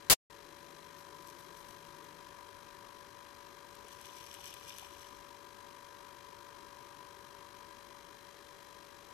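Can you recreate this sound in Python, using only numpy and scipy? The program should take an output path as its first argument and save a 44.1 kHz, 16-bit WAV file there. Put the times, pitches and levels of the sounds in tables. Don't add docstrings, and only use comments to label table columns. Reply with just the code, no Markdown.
import sys
import numpy as np
from scipy import signal
from scipy.fft import rfft, irfft
from scipy.io import wavfile
from scipy.ndimage import uniform_filter1d

SR = 44100
rng = np.random.default_rng(int(sys.argv[2]) if len(sys.argv) > 2 else 0)


def put_to_file(sound):
    columns = np.atleast_2d(sound).T
    safe = np.clip(columns, -1, 1)
    whole_steps = np.round(safe * 32767)
    wavfile.write(sys.argv[1], SR, whole_steps.astype(np.int16))


N = 402633
TIME = np.arange(N) / SR
FREQ = np.maximum(np.arange(N // 2 + 1) * SR / N, 1)

# full_s, level_db
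TAIL_STROKES = [(3.745, -70), (3.91, -63), (4.05, -60.5), (4.19, -58), (4.325, -59.5), (4.455, -54.5),
                (4.685, -55), (4.805, -58.5), (5.02, -64)]
FIRM_STROKE_DB, STROKE_HOLD_S = -55.5, 0.018


def digging(attack_s=0.053, slide_db=-5, stone_growth=1.16):
    pebbles = level(shallows(contacts(per_s=1700, spread_db=5.5), decay_s=0.0022), 0.92)
    stones = shallows(contacts(per_s=600, spread_db=4.5), decay_s=0.0026)
    stones = level(colour(stones, [(2000, -3), (3200, 4), (4500, -17), (7000, -31)]), -57)
    push = beats(TAIL_STROKES, attack_s, STROKE_HOLD_S, release_s=0.047)
    slide = beats(TAIL_STROKES, attack_s, STROKE_HOLD_S, release_s=0.24)
    roll = beats(TAIL_STROKES, attack_s, STROKE_HOLD_S, release_s=0.12)
    rattling = pebbles * np.hypot(push, undb(slide_db) * slide)
    rolling = stones * (roll / undb(FIRM_STROKE_DB)) ** stone_growth
    return pan(rattling + rolling, left_db=4.5)


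# full_s, level_db
TAIL_FLICKS = [(0.995, -65), (1.255, -59.5), (1.4, -62.5), (1.565, -58.5), (1.69, -63)]


def brushing():
    grit = shallows(contacts(per_s=900, spread_db=4.5), decay_s=0.00088)
    grit = level(colour(grit, [(2500, -12.5), (6000, -12), (8000, -9), (12000, -5)]), -1)
    flicks = beats(TAIL_FLICKS, attack_s=0.02, hold_s=0.015, release_s=0.045)
    trickle = undb(-74) * envelope(full_s=0.7, attack_s=0.15, hold_s=1.4, release_s=0.15)
    return pan(grit * np.hypot(flicks, trickle), left_db=5.5)


def contacts(per_s, spread_db):
    hits = rng.random(N) < per_s / SR
    signs = rng.choice([-1, 1], N)
    sizes = undb(spread_db * np.minimum(rng.exponential(size=N), 4))
    return level(hits * signs * sizes, 0)


# pitch_hz, width_hz, gain_db
LEFT_MIC_MODES = [(2420, 180, 1), (2970, 230, -0.5), (3520, 280, 0), (4340, 350, -1), (5200, 330, 2),
                  (5900, 610, 1), (6140, 200, 7.5), (7800, 570, 0.5), (8200, 330, -5), (9000, 300, -8),
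                  (9800, 360, -1), (11970, 2000, -2)]
RIGHT_MIC_MODES = [(2980, 390, -6), (3450, 600, -5.5), (4490, 900, -3), (5570, 400, 7.5), (7400, 900, -5),
                   (10550, 1900, -4.5), (11400, 500, -40)]


def shallows(force, decay_s):
    energy = signal.lfilter([1], [1, -np.exp(-2 / (decay_s * SR))], force ** 2 + 1e-18)
    echoes = np.sqrt(energy) * rng.standard_normal((2, N))
    power = [sum(undb(2 * db) / (1 + 2 * ((FREQ - hz) / width) ** 2) ** 2 for hz, width, db in modes)
             for modes in (LEFT_MIC_MODES, RIGHT_MIC_MODES)]
    return irfft(rfft(echoes) * np.sqrt(power), N)


# start_s, strength_db
PEBBLE_KNOCKS = [(1.2221, -49), (1.3, -44.5), (1.5678, -47), (1.6866, -48), (1.709, -49), (2.0423, -47),
                 (3.7514, -43), (3.883, -42.5), (3.917, -49), (4.0125, -40.5), (4.0556, -41), (4.2043, -49),
                 (4.2646, -41), (4.3406, -35.5), (4.5392, -34.5), (4.7834, -34.5), (4.9062, -51),
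                 (5.6047, -50)]
# start_s, pitch_hz, level_db
STONE_CLINKS = [(4.47, 5500, -48), (4.493, 5450, -45), (4.539, 9000, -44), (4.865, 8050, -57),
                (4.928, 3550, -53), (5.046, 3030, -48), (5.076, 6050, -55)]


def knocks(knock_gain_db=-4, knock_decay_s=0.002, clink_decay_s=0.003):
    force, clinks = np.zeros((2, N))
    t = TIME[:1024]
    attack = 1 - np.exp(-t / 0.0004)
    for start_s, db in PEBBLE_KNOCKS:
        add_at(force, start_s, undb(db + knock_gain_db) * attack * np.exp(-t / knock_decay_s))
    for start_s, hz, db in STONE_CLINKS:
        ringing = np.exp(-t / clink_decay_s) * np.sin(2 * np.pi * hz * t)
        add_at(clinks, start_s, undb(db) * attack * ringing)
    chatter = force * rng.standard_normal(N)
    chatter = colour(chatter, [(500, -18), (2500, 4), (6000, 1), (9000, 4.5), (12500, 2)])
    return pan(chatter, left_db=15) + pan(clinks, left_db=4)


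# start_s, pitch_hz, level_db
WATER_GULPS = [(3.845, 417, -47.5), (3.875, 730, -56), (4.11, 466, -56), (4.39, 800, -50),
               (4.825, 764, -49)]


def wash(surge_db=-68.5, lead_s=0.034, growth=0.55):
    surge = ring(ring(rng.standard_normal(N), [(85, 53, 0)]), [(90, 75, 0)])
    pushes = [(s - lead_s, surge_db + growth * (db - FIRM_STROKE_DB)) for s, db in TAIL_STROKES]
    flow = beats(pushes, attack_s=0.04, hold_s=STROKE_HOLD_S, release_s=0.05)
    gulps = np.zeros(N)
    t = TIME[:4096]
    for start_s, hz, db in WATER_GULPS:
        bubble = np.sin(2 * np.pi * hz * t * (1 + 2 * t)) * np.exp(-t * hz / 4)
        add_at(gulps, start_s, undb(db) * bubble)
    return pan(level(surge, 0) * flow + gulps, left_db=8)


# frequency_hz, gain_db
FIZZ_SPECTRUM = [(30, -2), (120, -2.5), (280, -3), (700, 4.5), (1400, -5.5), (3200, 1.5), (9000, -1.5),
                 (13000, -6), (16000, -28.5)]


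def glitch(start_s=0.099, end_s=0.134, spike_count=19, fizz_db=-20.5, hold_s=0.037, sag_db_per_s=91.5):
    sag_db = sag_db_per_s * np.clip(TIME - start_s, 0, hold_s)
    burst = undb(fizz_db - sag_db) * envelope(start_s, attack_s=0.00035, hold_s=hold_s, release_s=0.0037)
    channels = []
    for _ in range(2):
        jitter, weakness, polarity = rng.random((3, spike_count))
        progress = (np.arange(spike_count) + jitter) / spike_count
        spike_db = np.interp((weakness + progress) / 2, [0.2, 0.9], [3.5, -5])
        spikes = clicks(start_s + (end_s - start_s) * progress, np.sign(polarity - 0.5) * undb(spike_db))
        fizz = level(colour(rng.standard_normal(N), FIZZ_SPECTRUM), 0)
        channels.append(spikes + burst * fizz)
    return pan(np.array(channels), left_db=3)


# offset_ms, relative_db, until_s
CYCLE_TICKS = [(4.3, 0, 2.0), (5.4, 0, 2.0), (6.7, -6, 8), (9.05, -2, 9.2), (9.25, 0, 9.2), (10.2, -1, 9.2),
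               (10.7, -2, 9.2), (11.7, -3, 9.2), (12.8, -5, 9.2), (13.2, -1, 9.2)]
# frequency_hz, gain_db
TICK_SPECTRUM = [(100, -14.5), (800, 2.5), (1500, 4), (2600, -6), (3250, -2.5), (4000, -2.5), (4800, -8),
                 (5650, -4), (6400, -4.5), (7300, -5.5), (8700, -10), (9650, -5), (10500, -11),
                 (13000, -11)]
RASP_SPECTRUM = [(300, -8), (1600, -1), (3300, -1), (5800, -5), (8000, -13), (13000, -15)]
BUZZ_HZ = 50.0015
BUZZ_PHASE = 2 * np.pi * BUZZ_HZ * (TIME - 0.0108)


def buzz(tick_rate_hz=805.5, tick_db=-64, rasp_db=-66.5, stray_gain_db=-1):
    cycles = np.arange(int(N / SR * BUZZ_HZ) + 1) / BUZZ_HZ
    times = (cycles[:, None] + 0.00372 + np.arange(8) / tick_rate_hz).ravel()
    sizes = rng.uniform(1, 1.4, len(times))
    for offset_ms, db, until_s in CYCLE_TICKS:
        starts = cycles[cycles < until_s]
        times = np.append(times, starts + (offset_ms + rng.normal(0, 0.05, len(starts))) / 1000)
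        sizes = np.append(sizes, undb(db + stray_gain_db) * rng.uniform(0.3, 1.4, len(starts)))
    ticks = 0.7 * clicks(times + 0.00012, sizes) - clicks(times, sizes)
    spits = np.sqrt(np.abs(uniform_filter1d(ticks ** 2, size=36)))
    rasp = level(colour(spits * rng.standard_normal(N), RASP_SPECTRUM), rasp_db)
    return pan(level(colour(ticks, TICK_SPECTRUM), tick_db) + rasp, left_db=15.5)


# harmonic_number, relative_db
TONE_HARMONICS = [(2, -18), (15, -46), (17, -43), (19, -4), (20, -1.5), (22, -14.5), (25, -33), (29, -17.5),
                  (32, -19)]
# time_s, strength_db
TONE_SWELL = [(0.35, -63.5), (1.08, -60), (2.23, -61), (2.25, -58.5), (4.42, -60.5), (6.54, -58.5),
              (8.07, -60), (8.2, -64.5), (9.1, -63)]


def buzz_tone(gain_db=-1):
    tone = sum(undb(db) * np.sqrt(2) * np.cos(round(k) * BUZZ_PHASE) for k, db in TONE_HARMONICS)
    swell_db = np.interp(TIME, *np.transpose(TONE_SWELL))
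    return pan(tone * undb(gain_db + swell_db), left_db=19)


def whine(whistle_hz=568.8, hum_hz=162, waver_hz=5):
    whistle = level(np.sin(2 * np.pi * whistle_hz * TIME), -65.5)
    drift = level(uniform_filter1d(rng.standard_normal(N), size=2205), 0)
    hum = level(np.sin(2 * np.pi * np.cumsum(hum_hz + waver_hz * drift) / SR), -2.2)
    octave = level(ring(ring(rng.standard_normal(N), [(357, 130, 0)]), [(356, 150, 0)]), 2)
    swell = undb(-69.5) * envelope(full_s=0.6, attack_s=0.5, hold_s=1.68, release_s=0.1)
    return pan(whistle, left_db=17) + pan((hum + octave) * swell, left_db=8)


# frequency_hz, gain_db
HISS_SPECTRUM = [(15, -21), (45, -4), (90, -5), (170, -5.5), (260, -5.5), (390, 1.5), (520, -6.5),
                 (800, -9.5), (1450, -10.5), (1700, -5.5), (2500, -15), (5000, -20.5), (8000, -22.5),
                 (13500, -29)]
# pitch_hz, width_hz, gain_db
HISS_MODES = [(997, 72, 9), (1166, 133, 2.5)]


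def hiss(shared=0.35, throb_depth=0.19):
    left, independent = rng.standard_normal((2, N))
    noise = np.array([left, shared * left + np.sqrt(1 - shared ** 2) * independent])
    settling_db = np.interp(TIME, [0, 2, 2.6, 9], [0.75, 0.61, 0.31, 0.15])
    broad = level(colour(noise, HISS_SPECTRUM), -58.5) * undb(settling_db)
    hollow = level(ring(ring(noise, HISS_MODES), [(1060, 980, 0)]), -63.5)
    hollow *= 1 + throb_depth * np.cos(BUZZ_PHASE)
    swell_db = np.interp(TIME, *np.transpose(TONE_SWELL))
    hollow *= undb(0.5 * (swell_db - swell_db.mean()))
    return pan(broad, left_db=9.5) + pan(hollow, left_db=13.5)


def envelope(full_s, attack_s, hold_s, release_s):
    early = np.maximum(full_s - TIME, 0) / attack_s
    late = np.maximum(TIME - full_s - hold_s, 0) / release_s
    return np.exp(-early - late)


def beats(rows, attack_s, hold_s, release_s):
    return np.sqrt(sum((undb(db) * envelope(s, attack_s, hold_s, release_s)) ** 2 for s, db in rows))


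def clicks(times, sizes):
    centres = np.clip(times * SR, 8, N - 10)[:, None]
    taps = centres.astype(int) + np.arange(-7, 9)
    shape = np.sinc(taps - centres) * np.cos(np.pi * (taps - centres) / 16) ** 2
    return np.bincount(taps.ravel(), (shape * sizes[:, None]).ravel(), N)


def add_at(track, start_s, sound):
    start = int(start_s * SR)
    track[start:start + len(sound)] += sound


def colour(x, points):
    hz, db = np.transpose(points)
    return irfft(rfft(x) * undb(np.interp(np.log(FREQ), np.log(hz), db)), N)


def ring(x, modes):
    response = sum(undb(db) / (1 + 1j * hz / width * (FREQ / hz - hz / FREQ)) for hz, width, db in modes)
    return irfft(rfft(x) * response, N)


def lowpass(x, hz):
    return signal.sosfilt(signal.ellip(10, 0.2, 70, hz, fs=SR, output="sos"), x)


def pan(x, left_db):
    ratio = undb(left_db)
    return x * np.array([[ratio], [1]]) * 2 / (1 + ratio)


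def level(x, db):
    return x * undb(db) / np.sqrt(np.mean(x ** 2))


def undb(db):
    return 10 ** (np.asarray(db) / 20)


def scene():
    fish = brushing() + digging() + knocks() + wash()
    return fish + buzz() + buzz_tone() + whine() + hiss()


def record(dry, mic_top_hz=13550, top_hz=16000, dropout_s=(0.14, 0.2995)):
    live = (TIME < dropout_s[0]) | (TIME > dropout_s[1])
    microphones = lowpass(dry, mic_top_hz) * live
    return lowpass(np.clip(microphones + glitch(), -1, 1), top_hz)


dry = scene()
out = record(dry)
put_to_file(out)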